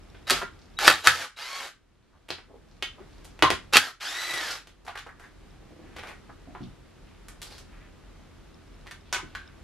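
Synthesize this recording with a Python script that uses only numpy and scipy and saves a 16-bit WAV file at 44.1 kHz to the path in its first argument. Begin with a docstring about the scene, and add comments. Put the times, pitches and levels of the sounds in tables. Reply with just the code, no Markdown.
"""In a garage, close to the microphone, a cordless impact driver undoes two bolts on an engine.
Gear-mesh harmonics and shaped noise whine as the motor winds up; noise bursts through resonances hammer.
The socket knocks on the bolt heads, the tool is put down, loose metal clinks: lighter bursts, other modes.
Cloth rubs in random grains, decaying modes bump, and noise tails give reflections over a rush and low hum.
The hardest blows push the recorder's gain down, and it takes two seconds to creep back."""
import sys
import numpy as np
from scipy import signal
from scipy.fft import rfft, irfft
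from scipy.io import wavfile
from scipy.ndimage import uniform_filter1d

SR = 44100
rng = np.random.default_rng(int(sys.argv[2]) if len(sys.argv) > 2 else 0)


def inscribe(sig):
    """Save sig as 16-bit PCM at rate SR to the path in sys.argv[1].

    A 1-D sig is mono; a 2-D sig holds one channel per row.
    Samples are clipped to [-1, 1] before scaling.
    """
    pcm = np.round(np.clip(np.atleast_2d(sig).T, -1, 1) * 32767)
    wavfile.write(sys.argv[1], SR, pcm.astype(np.int16))


N = 424683
TAPS = 8192  # size of the filter spectra; responses last half of it
HZ = np.fft.rfftfreq(TAPS, 1 / SR)

# hammer blows on the anvil, and at 0.789 s the socket taking up slack: t/s, relative level/dB,
# bass/dB, edge/dB, treble/dB, ring f/Hz, ring height/dB (sign ignored), chatter decay/s
TOOL_IMPACTS = [ (0.2988, -16.5, -21.5, 2, -0.5, 1470, 10, 0.00067),
                (0.3058, -13.5, -7, 0, -2.5, 4620, 3, 0.0032),
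                (0.7891, -23, -9.5, 0.5, -7.5, 1442, 8, 0.00078), (0.8738, -17, -3, 4, 0.5, 1499, 3, .001),
                (.878, 0.5, -11, -3, -12.5, 1394, 5, .003), (.886, -10, -7, 1, -8.5, 1757, 5.5, .014),
                (.899, -1, -6.5, -2, -13, 1350, 3, 0.043),
                (1.064, -10.5, -5.5, -3.5, -15.5, 1627, 3.5, .007),
                (1.072, 12, -13.5, -1, -10, 1643, 6.5, .0017),
                (3.736, -19.5, 4.5, 2.5, 0.5, 2770, -1, .003), (3.757, -12, 3.5, 1.5, -13, 2720, 5, 0.0032),
                (3.769, -2.5, -8, 1.5, -4.5, 2400, 5.5, .003), (3.7775, -14.5, 3, 4, -1, 2300, 8, .003), ]
# resonances of the socket and tool: f/Hz, width/Hz, height/dB
TOOL_MODES = [(370, 62, 7.5), (790, 70, 7), (845, 34, 5), (1290, 63, 9), (1518, 110, 3.5), (1750, 210, 9),
              (2563, 83, 6.5), (3221, 110, 8), (3845, 240, 6.5), (4580, 190, 8)]
# every impact also shakes the whole engine: level re the impact's listed level/dB, f/Hz, T60/s
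ENGINE_SHAKE = (-26, 83, 0.47)


def driver():
    """Superposition of the tool's sources: gears, speed controller, threads and impacts."""
    return gears() + controller_whistle() + thread_squeals() + tool_impacts()


def gears():
    """Gear-mesh radiation, one burst for each pull of the trigger."""
    # pulls of the trigger: t/s, squeeze time constant/s, held/s, run-down/s, top gear mesh f/Hz,
    # relative level/dB, share of clean whine at top speed (0-1), rattle under drive/dB, overtones/(dB/octave)
    trigger_pulls = [(.269, 0.0027, .036, 0.17, 1585, -33, 0.4, -8, -3),
                     (.788, .0014, 0.18, 0.088, 1438, -26.5, 0.22, 0, 0),
                     (1.034, 0.01, 0.11, .16, 1909, -14.5, 0.2, -5, -5.5),
                     (1.36, 0.017, 0.19, 0.19, 1123, -21.5, 0.37, -7.5, 1),
                     (3.725, 0.0041, 0.071, 0.15, 1823, -21, 0.4, -17, -3),
                     (4, 0.0087, 0.27, .385, 1996, -21, 0.48, -9.5, 1)]
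    out = np.zeros(N)
    for row in trigger_pulls:
        add(out, *pull(row))
    return gain_of(-2.0) * out


def pull(row, jitter=.014, flutter=0.51, grit=0.24, casing=0.12):
    """Gear-mesh harmonics and friction noise, both amplitude-modulated by the turning rotor."""
    # colour of the running gearbox: f/Hz, relative density/(dB per Hz)
    gearbox_colour = [(60, -49.5), (200, -18), (350, -8.5), (500, -4.5), (800, -3), (1000, -5.5),
                      (1400, -0.5), (2700, -5), (4600, -7), (6500, -12), (9000, -19.5), (12000, -17.5),
                      (13300, -34), (16000, -48.5)]
    # how well the casing radiates the gear whine: f/Hz, level/dB
    casing_radiation = [(400, -11), (1100, -4), (2000, -3.5), (2250, -3), (3250, -3.5), (4000, -6.5),
                        (4450, -1), (4850, -1.5), (5500, -10), (6000, -18.5), (6650, -11), (8000, -19),
                        (12000, -35)]
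    teeth = 6  # gear teeth passed per hum of the rotor
    rotor_db, throb_depth, overtone_coast_db = -10, 0.19, -11  # the last per octave, at the end of the coast
    s, squeeze_s, held_s, run_down_s, top_hz, level_db, clean, tight_db, overtone_db = row
    mesh_hz, effort, rattle_db, coast = motor(s, squeeze_s, held_s, run_down_s, top_hz, tight_db)
    size = len(mesh_hz)
    speed = mesh_hz / top_hz
    clean = np.clip(clean, 0, 1) * speed ** 1.2  # the gears sing best near top speed
    backlash = jitter * (1.15 + 9 * (1 - speed)) * drift(size, 160)  # rougher away from top speed
    turns = np.cumsum(mesh_hz * (1 + backlash)) / SR
    rotor = np.cos(2 * np.pi * turns / teeth)
    throb = 1 + throb_depth * rotor

    whine = np.zeros(size)
    for k in range(1, 8):
        # the overtones die away as the gears coast
        slope_db = overtone_db + overtone_coast_db * coast
        harmonic_db = read(casing_radiation, k * mesh_hz) + slope_db * np.log2(k)
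        unevenness = 1 + flutter * drift(size, 100)  # uneven teeth make each overtone flutter on its own
        whine += gain_of(harmonic_db) * unevenness * np.sin(2 * np.pi * (k * turns + rng.random()))
    whine = throb * whine + gain_of(rotor_db + read(gearbox_colour, mesh_hz / teeth)) * rotor

    scrape = rng.standard_normal(size) * throb * np.exp(grit * drift(size, 430))
    grind = evened(ring(scrape, read(gearbox_colour, HZ) + casing * peaks(TOOL_MODES))[:size])
    low = signal.sosfiltfilt(signal.butter(2, 700, fs=SR, output="sos"), grind)
    grind = grind + (gain_of(rattle_db) - 1) * low
    blend = np.sqrt(clean) * evened(whine) + np.sqrt(1 - clean) * evened(grind)
    return s, gain_of(level_db) * effort * blend


def motor(s, squeeze_s, held_s, run_down_s, top_hz, tight_db):
    """First-order spin-up and accelerating run-down set mesh frequency, effort, rattle and coast."""
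    # the motor jumps to a first speed, winds up towards its top and sags ever faster once released
    start_hz, spin_up_s, run_down_power = 449.5, .05, 2.6
    # loudness follows speed, and fades as the gears lose their drive
    db_per_octave, coast_db, coast_power = 2, -44, 5.3
    # low rattle of the socket once it comes loose in the run-down, and the time constant of loosening
    loose_db, loosen_s = -0.5, 0.028
    t = np.arange(0, held_s + run_down_s, 1 / SR)
    released = np.maximum(t - held_s, 0)
    coast = released / run_down_s
    wound_up_hz = top_hz + (start_hz - top_hz) * np.exp(-t / spin_up_s)
    mesh_hz = wound_up_hz * (1 - coast ** run_down_power) + 1
    level_db = db_per_octave * np.log2(mesh_hz / top_hz) + coast_db * coast ** coast_power
    level_db = level_db + spring_strain(s + t)
    rattle_db = loose_db + (tight_db - loose_db) * np.exp(-released / loosen_s)
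    effort = gain_of(level_db) * (1 - np.exp(-t / squeeze_s))
    return mesh_hz, effort, rattle_db, coast


def spring_strain(time_s):
    """Energy storage: the gears strain (dB) as the spring winds up, the more the harder the blow."""
    strain_db, width_s, lead_s = 8, 0.037, 0.0038
    easy_blow_db, range_db = -20, 19
    strains = []
    for blow_s, blow_db, *_ in TOOL_IMPACTS:
        hardness = np.clip((blow_db - easy_blow_db) / range_db, 0, 1)
        strains.append(hardness * np.exp(-((time_s + lead_s - blow_s) / width_s) ** 2))
    return strain_db * np.max(strains, axis=0)


def controller_whistle():
    """Near-pure tone: the speed controller whistles while the trigger is half pressed."""
    # whistles: t/s, length/s, level/dB
    half_presses, whistle_hz = [(.267, 0.04, -42.5), (.767, .077, -43), (1.019, 0.051, -40),
                                (1.358, .1, -35), (1.627, 0.034, -38.5)], 3860
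    out = np.zeros(N)
    for s, length, db in half_presses:
        add(out, s, gain_of(db) * tone(length, whistle_hz, whistle_hz, waver=0.0055))
    return out


def thread_squeals():
    """Friction-driven tone with gliding pitch: a tight thread squeals as it gives."""
    # squeals: t/s, length/s, start f/Hz, end f/Hz, relative level/dB
    tight_threads = [(.825, 0.021, 820, 870, -31.5), (3.436, .03, 1062, 1085, -23),
                     (3.467, 0.021, 1076, 1060, -23.5), (3.742, 0.013, 2835, 2580, -17)]
    out = np.zeros(N)
    for s, length, start_hz, end_hz, db in tight_threads:
        add(out, s, gain_of(db + 0.5) * tone(length, start_hz, end_hz, waver=0.011))
    return out


def tool_impacts():
    """Impact excitation: hammer blows, and once the socket taking up slack, ring the tool's modes."""
    shake_db = -11.5  # the hammer twists more than it pushes, so it shakes the engine less
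    out, shake = np.zeros(N), thud(*ENGINE_SHAKE)
    for row in TOOL_IMPACTS:
        s, sound = strike(row, TOOL_MODES, first=0.88, sub_db=-6.5, top_db=-21)
        add(out, s, gain_of(-4.0) * sound)
        add(out, s, gain_of(row[1] + shake_db) * shake)
    return out


def strike(row, modes, first, sub_db, top_db, clump=0.54):
    """Source-filter impact: a crack and dying chatter ring metal, with the energy of 10 ms at level_db."""
    s, level_db, bass_db, edge_db, treble_db, ring_hz, ring_db, chatter = row
    t = np.arange(TAPS // 2) / SR
    roughness = np.exp(.5 * rng.standard_normal(len(t)) + clump * drift(len(t), 320))
    contacts = rng.standard_normal(len(t)) * roughness * np.exp(-t / max(chatter, 1 / SR))
    # bending waves spread the first contact in time: random phases, flat spectrum, then a 10 ms decay
    spread = rfft(rng.standard_normal(len(t)) * np.exp(-t / .0009))
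    snap = np.roll(irfft(spread / abs(spread)), 20) * np.exp(-t / .01)
    sharpness = first * np.exp(-chatter / 0.031)  # a long scrape has no sharp start
    drive = contacts / np.linalg.norm(contacts) + sharpness * snap
    shape = [(30, bass_db + sub_db - 6.5), (190, bass_db + sub_db), (400, bass_db), (1250, 0.0028),
             (3300, edge_db), (8000, treble_db), (11800, treble_db - 3.0),
             (13500, treble_db + top_db * 0.45), (16000, treble_db + top_db)]
    colour_db = read(shape, HZ) + peaks(modes) + peaks(spot_modes(chatter))
    colour_db = colour_db + peaks([(ring_hz, ring_hz / 4, ring_db)])
    sound = ring(unbiased(drive), colour_db)
    return s, gain_of(level_db) * sound * np.sqrt(SR / 100) / np.linalg.norm(sound)


def spot_modes(chatter_s, count=12):
    """Modal excitation depends on position: each contact spot wakes its own narrow modes."""
    low_hz, high_hz, width_hz, greatest_db = 908, 8954, 40, 9
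    smear_s = 0.014  # time constant: a longer sliding contact smears its modes
    place, force = rng.random((2, count))
    hz = low_hz * (high_hz / low_hz) ** ((np.arange(count) + place) / count)
    height_db = greatest_db * (.5 + .5 * force) * np.exp(-chatter_s / smear_s)
    return list(zip(hz, width_hz * np.sqrt(hz / np.median(hz)), height_db))


def handling():
    """Superposition of part sounds: knocks and rattle, ringing pipe, cover bumps and rustles."""
    return knocks_and_rattle() + pipe_pings() + cover_bumps() + rustles()


def knocks_and_rattle():
    """Impact excitation: metal knocks and clinks, and a run-down rattle, ring and shake the engine."""
    # knocks and clinks, and at 4.5 s a rattle as the motor runs down: t/s, relative level/dB,
    # bass/dB, edge/dB, treble/dB, ring f/Hz, ring height/dB (sign ignored), chatter decay/s
    impact_bursts = [ (0.147, -49.5, 12, 9, -24, 1530, 9.5, 0.0026),
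                     (0.312, -18.5, 8, 8, -9, 4555, 2, 0.0096),
                     (0.416, -27.5, 1, -7, -29, 1400, 11.5, 0.0062),
                     (0.43, -33.5, 12.5, -4, -22, 1250, 2, 0.004),
                     (2.285, -32.5, 4.5, -5, -7, 2900, 15.5, 0.0073),
                     (2.3041, -20, 7.5, -0.5, -15.5, 4420, 12, 0.0012),
                     (2.312, -31.5, 6, 4, -14, 4400, 9, .02), (2.382, -37, -0.5, -4, -26, 2600, 3, 0.0032),
                     (2.8248, -21.5, 0.5, 7.5, -13.5, 2900, 3.5, 0.0025),
                     (2.981, -41, 13.5, -7, -28, 1179, 8, 0.02), (3.246, -46.5, -2, 2, -1, 845, 7, 0.0077),
                     (3.392, -41.5, 2.5, -6.5, -17.5, 2577, 8, 0.00079),
                     (3.424, -11, 2, 2.5, -19, 1240, 4, 0.0022), (3.428, -15, 9, -9, -31, 1147, 13, 0.012),
                     (3.503, -18, 7, 1, -13, 2310, -2.5, .002), (3.511, -28.5, 8, -3, -24, 2000, -1, 0.018),
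                     (4.503, -23, -16.5, -4, -8, 5035, 16, 0.015),
                     (4.8499, -46.5, 2.5, -20, -9, 4470, 16, 0.0034),
                     (4.864, -40, -8, -5, -18.5, 1510, 3, 0.011),
                     (4.877, -27, -14.5, -8, -25, 745, 12.5, 0.014),
                     (4.954, -29.5, -7, -10, -22.5, 1760, 9, 0.012),
                     (4.974, -32.5, -5, 5, -12.5, 1940, 0, 0.012),
                     (5.064, -36.5, -2, -17, -31, 606, 1, 0.0098),
                     (5.091, -40.5, -11.5, -20.5, -24, 1834, 15.5, 0.0095),
                     (5.196, -42, -2, -7, -14, 1650, 10.5, 0.029),
                     (5.24, -46.5, -8, -9.5, -24, 1931, 14, 0.012),
                     (5.963, -34, 3.5, 0, -18.5, 2220, 3, 0.036),
                     (6.03, -34.5, -2, -10.5, -26, 2100, 2, 0.077),
                     (6.0717, -37.5, -2, -6, -18, 2278, 8, 0.024),
                     (6.2932, -42.5, 2.5, -27, -41, 1823, 6, 0.0091),
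                     (6.55, -37.5, -4.5, -15.5, -51.5, 926, 7, 0.012),
                     (7.2842, -43.5, -11, -4.5, -4.5, 1750, 3, 0.0062),
                     (7.417, -38.5, -4, 4, -1, 2200, 2, 0.0067), (7.428, -40, 7, 6, 5, 3670, 8, 0.0036),
                     (7.445, -43.5, 3, -1, -7, 4694, 9, 0.049), (7.5046, -41, 7, 0, -8, 4500, 11, 0.037),
                     (7.581, -45.5, -8, 3, -2.5, 5420, 6, 0.01),
                     (8.861, -48, -5, -13, -28.5, 978, 9, 0.00721),
                     (8.8692, -43.5, -9.5, 2, -13, 1910, 6.5, 0.0071),
                     (8.911, -38.5, -14, 0, -10.5, 1750, 6.5, .004),
                     (9.1267, -24, -11.5, -8.5, -16.5, 6230, 13.5, 0.0059),
                     (9.1342, -27.5, -17, 1, -10, 1409, 3.5, 0.0069),
                     (9.145, -28.5, -6, 2, -18, 2610, 5, .008), (9.16, -33.5, -5, -9, -34, 2100, 3, .008),
                     (9.183, -36.5, -12, -5, -26, 970, 14, 0.0076),
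                     (9.228, -44, 11, -18, -35, 372, 21, 0.003),
                     (9.3508, -32, -15.5, -3.5, -21, 1570, 7, .0025), ]
    # resonances of the engine's pipes and cover: f/Hz, width/Hz, height/dB (sign ignored)
    engine_modes = [(382.6, 37, 7), (720, 260, 4), (1000, 25, -1), (1490, 150, 3), (1938, 160, 2.5),
                    (2200, 200, 0.5), (2658, 89, 0.5)]
    out, shake = np.zeros(N), thud(*ENGINE_SHAKE)
    for row in impact_bursts + clinks():
        s, sound = strike(row, engine_modes, first=0.22, sub_db=-8.5, top_db=-23.0)
        add(out, s, gain_of(-3.0) * sound)
        add(out, s, gain_of(row[1]) * shake)
    return out


def clinks():
    """Stochastic impacts: jiggling loose parts clink at random times, strengths and pitches."""
    # runs of small clinks: t/s, length/s, relative level/dB, treble/dB
    loose_parts = [(1.624, 0.033, -36.5, -18.5), (4.3, 0.097, -27, -4), (4.651, .0517, -45, -9)]
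    clinks_per_s, spread_db = 30, 7  # spread to either side
    bass_db, edge_db, ring_db, chatter_s = 5, 3, -1.5, 0.002474  # sign of ring_db is ignored
    low_hz, high_hz = 1675, 4600
    rows = []
    for s, length, db, treble_db in loose_parts:
        count = max(round(length * clinks_per_s), 1)
        for k, (when, force, pitch) in enumerate(rng.random((20, 3))[:count]):
            clink_s = s + length * (k + when) / count
            ring_hz = low_hz * (high_hz / low_hz) ** pitch
            level_db = db + spread_db * (2 * force - 1)
            rows.append((clink_s, level_db, bass_db, edge_db, treble_db, ring_hz, ring_db, chatter_s))
    return rows


def pipe_pings():
    """Free decay of one lightly damped mode: a fuel pipe rings on after a knock."""
    # pings: t/s, f/Hz, level/dB
    ringing_pipe, t60_s = [(9.134, 1524, -42), (9.35, 1550, -44.5)], 0.3
    out = np.zeros(N)
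    for s, hz, level_db in ringing_pipe:
        pipe = tone(.5, hz, hz, waver=.035, soft=.005)
        add(out, s, pipe * gain_of(level_db - 60 * np.arange(len(pipe)) / SR / t60_s))
    return out


def cover_bumps():
    """Modal superposition: dull bumps set off the low decaying modes of the engine cover."""
    # bumps: t/s, level/dB, tilt/(dB/octave)
    dull_bumps = [(0.311, -48, 13), (.879, -41, 18.5), (1.075, -31, -10.5), (3.425, -40, 10.5),
                  (3.759, -39.5, 4), (6.473, -49.5, 6.5), (6.607, -37.5, -2.5), (9.232, -50, 1.5)]
    # what the cover rings with: f/Hz, relative level/dB, T60/s
    cover_modes, pivot_hz = [(136.9, -3, .3), (180, 0.5, .17), (240, -0.5, .15), (297, -2, 0.26),
                             (391, -10.5, .08), (676, -10.5, 0.26)], 194
    out = np.zeros(N)
    for s, level_db, tilt_db in dull_bumps:
        for hz, db, t60 in cover_modes:
            add(out, s, thud(level_db + db + tilt_db * np.log2(hz / pivot_hz), hz, t60))
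    return out


def thud(db, hz, t60):
    """Damped oscillator: one low, unsteady mode dying away exponentially."""
    t = np.arange(SR // 2) / SR
    swing = np.sin(2 * np.pi * np.cumsum(hz * (1 + 0.1 * drift(len(t), 88))) / SR)
    return gain_of(db - 60 * t / t60) * (1 - np.exp(-t / 0.0012)) * swing


def rustles():
    """Granular noise: cloth rubs on the engine, and at the end a knock's faint tail rings."""
    # rubs of cloth, and at 9.39 s the faint ringing tail of a knock:
    # t/s, length/s, level/dB, centre f/Hz, graininess/dB
    grainy_sounds = [(0.136, 0.072, -69, 2000, 19), (0.586, 0.081, -68, 4440, 14),
                     (1.803, 0.5, -76.5, 3490, 12), (2.12, 0.059, -58.5, 894, 1.5),
                     (2.471, 0.12, -51, 416.1, 4), (2.62, 0.24, -73.5, 4520, 16),
                     (3.031, 0.55, -74, 4340, 7), (2.968, 0.11, -58, 202, 2.5), (5.451, 0.41, -81, 2200, 4),
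                     (5.55, 0.41, -59.5, 318.5, 6), (6.594, 0.05525, -62, 3460, 5.5),
                     (5.797, 0.2, -66, 1697, -0.5), (7.025, 0.141, -71, 2570, 6),
                     (7.682, 0.21, -64, 1783, 4), (8.994, 0.5391, -67.5, 3020, 0),
                     (9.393, .16, -67, 1545, 4)]
    out = np.zeros(N)
    for row in grainy_sounds:
        add(out, *rustle(row))
    return out


def rustle(row, grains_per_s=260):
    """Filtered random impulses: tiny grains, as of slipping cloth, more unequal with graininess."""
    s, length, db, centre_hz, grain_db = row
    chance, sign, size = rng.random((3, SR))[:, :int(length * SR)]
    grain_size = gain_of(grain_db * np.minimum(-np.log(size), 3))
    grains = (chance < grains_per_s / SR) * np.sign(sign - .5) * grain_size
    octaves = np.log2((HZ + 1) / centre_hz)
    sound = ring(grains, np.maximum(-12 * octaves ** 2 * (centre_hz / 1000) ** .5, -50))[:len(grains)]
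    return s, gain_of(db) * evened(sound * signal.windows.tukey(len(sound), .4))


def ticks():
    """Short windowed tone bursts: faint soft-edged ticks, close and dry."""
    # ticks: t/s at the centre, level/dB
    faint_ticks = [(.035, -64), (.102, -59), (.172, -64), (.183, -70), (.228, -64.5), (.537, -64),
                   (.703, -63.5), (.74, -63), (5.508, -61.5), (8.545, -57.5), (8.68, -64), (8.745, -62.5),
                   (8.812, -62.5), (9.012, -60), (9.478, -53), (9.581, -67.5)]
    # what a tick rings with: f/Hz, relative level/dB
    tick_tones, tick_s = [(3750, -2), (5200, 0)], 0.0049
    out, t = np.zeros(N), np.arange(0, tick_s, 1 / SR)
    for s, level_db in faint_ticks:
        tick = np.zeros(len(t))
        for hz, db in tick_tones:
            detuned_hz = hz * (1 + 0.025 * rng.standard_normal())
            tick += gain_of(db) * np.sin(2 * np.pi * detuned_hz * t)
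        add(out, s - tick_s / 2, gain_of(level_db) * evened(tick * np.hanning(len(t))))
    return out


def shifting_garage(x):
    """Time-varying reverberation: three tails take turns as tool and arms move."""
    turn = 2 * np.pi * np.arange(N) / SR * .83  # .83 turns per second
    out = np.zeros((2, N))
    for k in range(3):
        share = np.sqrt(2 / 3) * np.cos(turn + 2 * np.pi * k / 3)
        out += garage(x * share)
    return out


def garage(x, gap=0.0022, build=0.00054):
    """Diffuse reverberation: reflections from bonnet and walls build up and decay band by band."""
    # reverberation: f/Hz, T60/s
    reverberation = [(100, 0.36), (500, 0.1), (1400, 0.26), (3700, 0.23), (9700, 0.22), (15000, 0.089)]
    t = np.arange(SR // 2) / SR
    taps = rng.standard_normal((2, len(t))) * (1 - np.exp(-np.maximum(t - gap, 0) / build))
    early = np.exp(-t / .035)  # the early part decides the colour to be evened out
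    taps = np.array([unbiased(channel, early) for channel in taps])
    hz, when, z = signal.stft(taps, SR, nperseg=256)
    decay = gain_of(-60 * when / read(reverberation, hz)[:, None])
    mid, side = signal.istft(z * decay, SR, nperseg=256)[1]
    return signal.fftconvolve(x[None], stereo(mid, side) / np.linalg.norm(mid), axes=1)[:, :N]


def stereo(mid, side):
    """Spatial coherence: the channels' likeness depends on frequency."""
    # most alike in the deepest bass, wide near 300 Hz, closer again near 1.3 kHz, wide in the high treble
    # ratio of side to mid: f/Hz, level/dB
    side_ratio = [(60, -23), (150, -1.5), (300, 1.5), (600, -3.5), (1300, -10), (2600, -6), (5000, -2),
                  (9000, 2.5), (13000, 1.5)]
    size = len(mid)
    width = gain_of(read(side_ratio, np.fft.rfftfreq(size, 1 / SR)))
    side = irfft(rfft(side) * width, size)
    return np.array([mid + side, mid - side])


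def air():
    """Stationary filtered noise and phase-wandering tones: a soft rush and a wavering low hum."""
    # colour of the rush: f/Hz, relative density/(dB per Hz)
    rush_colour, rush_db = [(12, -31.5), (20, -16.5), (38, 0.5), (86, -11.5), (113, -10), (293, -16),
                            (347, -15.5), (472, -20.5), (660, -22.5), (1030, -25), (1190, -24), (2200, -29),
                            (3950, -33.5), (12200, -49), (13500, -58), (16000, -72)], -52.5
    # hum: f/Hz, level/dB
    hum_tones = [(40, -59), (83, -61)]
    t = np.arange(N) / SR
    colour = gain_of(read(rush_colour, np.fft.rfftfreq(N, 1 / SR)))
    mid, side = (evened(irfft(rfft(rng.standard_normal(N)) * colour, N)) for _ in range(2))
    hum = np.zeros(N)
    for hz, db in hum_tones:
        hum += gain_of(db) * evened(np.sin(2 * np.pi * hz * t + drift(N, 8.5)))
    waver_db = .6 * drift(N, 5)
    rush = gain_of(rush_db) * stereo(mid, side)
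    return gain_of(waver_db) * (rush + hum)


def gain_control(x):
    """Feed-forward compression: loud sound steps the gain down, and it creeps back at a steady rate."""
    # a step over the knee, then a share of every dB beyond the limit
    limit_db, knee_db, step_db, excess_share = -16.5, 1.5, 12.5, 0.33
    sense_s, duck_s, recover_db_per_s = 0.032, 0.039, 9
    power = lag((x ** 2).mean(0), sense_s)
    over_db = np.maximum(10 * np.log10(power + 1e-12) - limit_db, 0)
    wanted_db = step_db * np.minimum(over_db / knee_db, 1) + excess_share * over_db
    recovery = recover_db_per_s * np.arange(N) / SR
    held_db = np.maximum.accumulate(wanted_db + recovery) - recovery
    return x * gain_of(-lag(held_db, duck_s))


def tone(length, start_hz, end_hz, waver, soft=.2):
    """Frequency modulation: a short unsteady sinusoid with soft ends, rms 1."""
    size = int(length * SR)
    hz = np.linspace(start_hz, end_hz, size) * (1 + waver * drift(size, 200))
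    return evened(np.sin(2 * np.pi * np.cumsum(hz) / SR) * signal.windows.tukey(size, soft))


def peaks(modes):
    """Resonance curves: the dB sum of power-resonance peaks; a height's sign is ignored."""
    power = 1
    for hz, width, db in modes:
        power = power + (gain_of(abs(db)) ** 2 - 1) / (1 + (2 * (HZ - hz) / width) ** 2)
    return 10 * np.log10(power)


def ring(drive, colour_db):
    """Minimum-phase filtering: passes a drive through a causal body with this dB curve."""
    log_gain = np.log(gain_of(np.concatenate([colour_db, colour_db[-2:0:-1]])))
    spectrum = np.exp(np.conj(signal.hilbert(log_gain)))
    return signal.fftconvolve(drive, np.fft.ifft(spectrum).real[:TAPS // 2])


def unbiased(x, weight=1, band_hz=260):
    """Spectral whitening: takes the chance colour out of a burst, so that only the body colours it."""
    bins = max(int(band_hz / HZ[1]), 1)
    power = uniform_filter1d(abs(rfft(x * weight, TAPS)) ** 2, bins)
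    return ring(x, -10 * np.log10(power / power.mean() + 1e-6))[:len(x)]


def drift(size, hz):
    """Low-pass Gaussian noise: slow chance of rms 1, moving at up to about hz."""
    f = np.fft.rfftfreq(size + SR, 1 / SR)
    noise = rfft(rng.standard_normal(size + SR))
    return evened(irfft(noise * np.exp(-(f / hz) ** 2)))[:size]


def lag(x, time_s):
    """First-order relaxation: follows x with this time constant."""
    keep = np.exp(-1 / (time_s * SR))
    return signal.lfilter([1 - keep], [1, -keep], x)


def read(points, hz):
    """Interpolation on a logarithmic frequency axis."""
    f, value = np.transpose(points)
    return np.interp(np.log(hz + 1), np.log(f + 1), value)


def gain_of(db):
    """Level to amplitude ratio: 20 dB per factor of ten."""
    return 10 ** (np.asarray(db) / 20)


def evened(x):
    """Power normalisation: scales to rms 1."""
    return x / np.sqrt(np.mean(x ** 2) + 1e-20)


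def add(mix, s, sound):
    """Linear superposition: mixes a sound in at time s."""
    part = mix[max(round(s * SR), 0):][:len(sound)]
    part += sound[:len(part)]


def scene():
    """Direct and reverberant fields: the tool is nearest; handled parts carry more of the room."""
    tool, parts = driver(), handling()
    near = tool + parts
    glance = np.roll(near, 23)  # the tool body throws sound back from one side
    direct = stereo(near, gain_of(-18.5) * glance) * gain_of([[-.25], [.25]])
    reflected = shifting_garage(gain_of(-7.5) * tool + gain_of(-2.5) * parts)
    return direct + reflected + ticks() + air()


def record(dry):
    """Overload and band limit: blows too quick for the gain control clip, then a low-pass follows."""
    clipped = np.clip(gain_control(dry), -.97, .97)
    band_limit = signal.firwin(511, 15700, window=("kaiser", 9), fs=SR)  # cutoff in Hz
    return signal.oaconvolve(clipped, band_limit[None], "same")


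dry = scene()
out = record(dry)
inscribe(out)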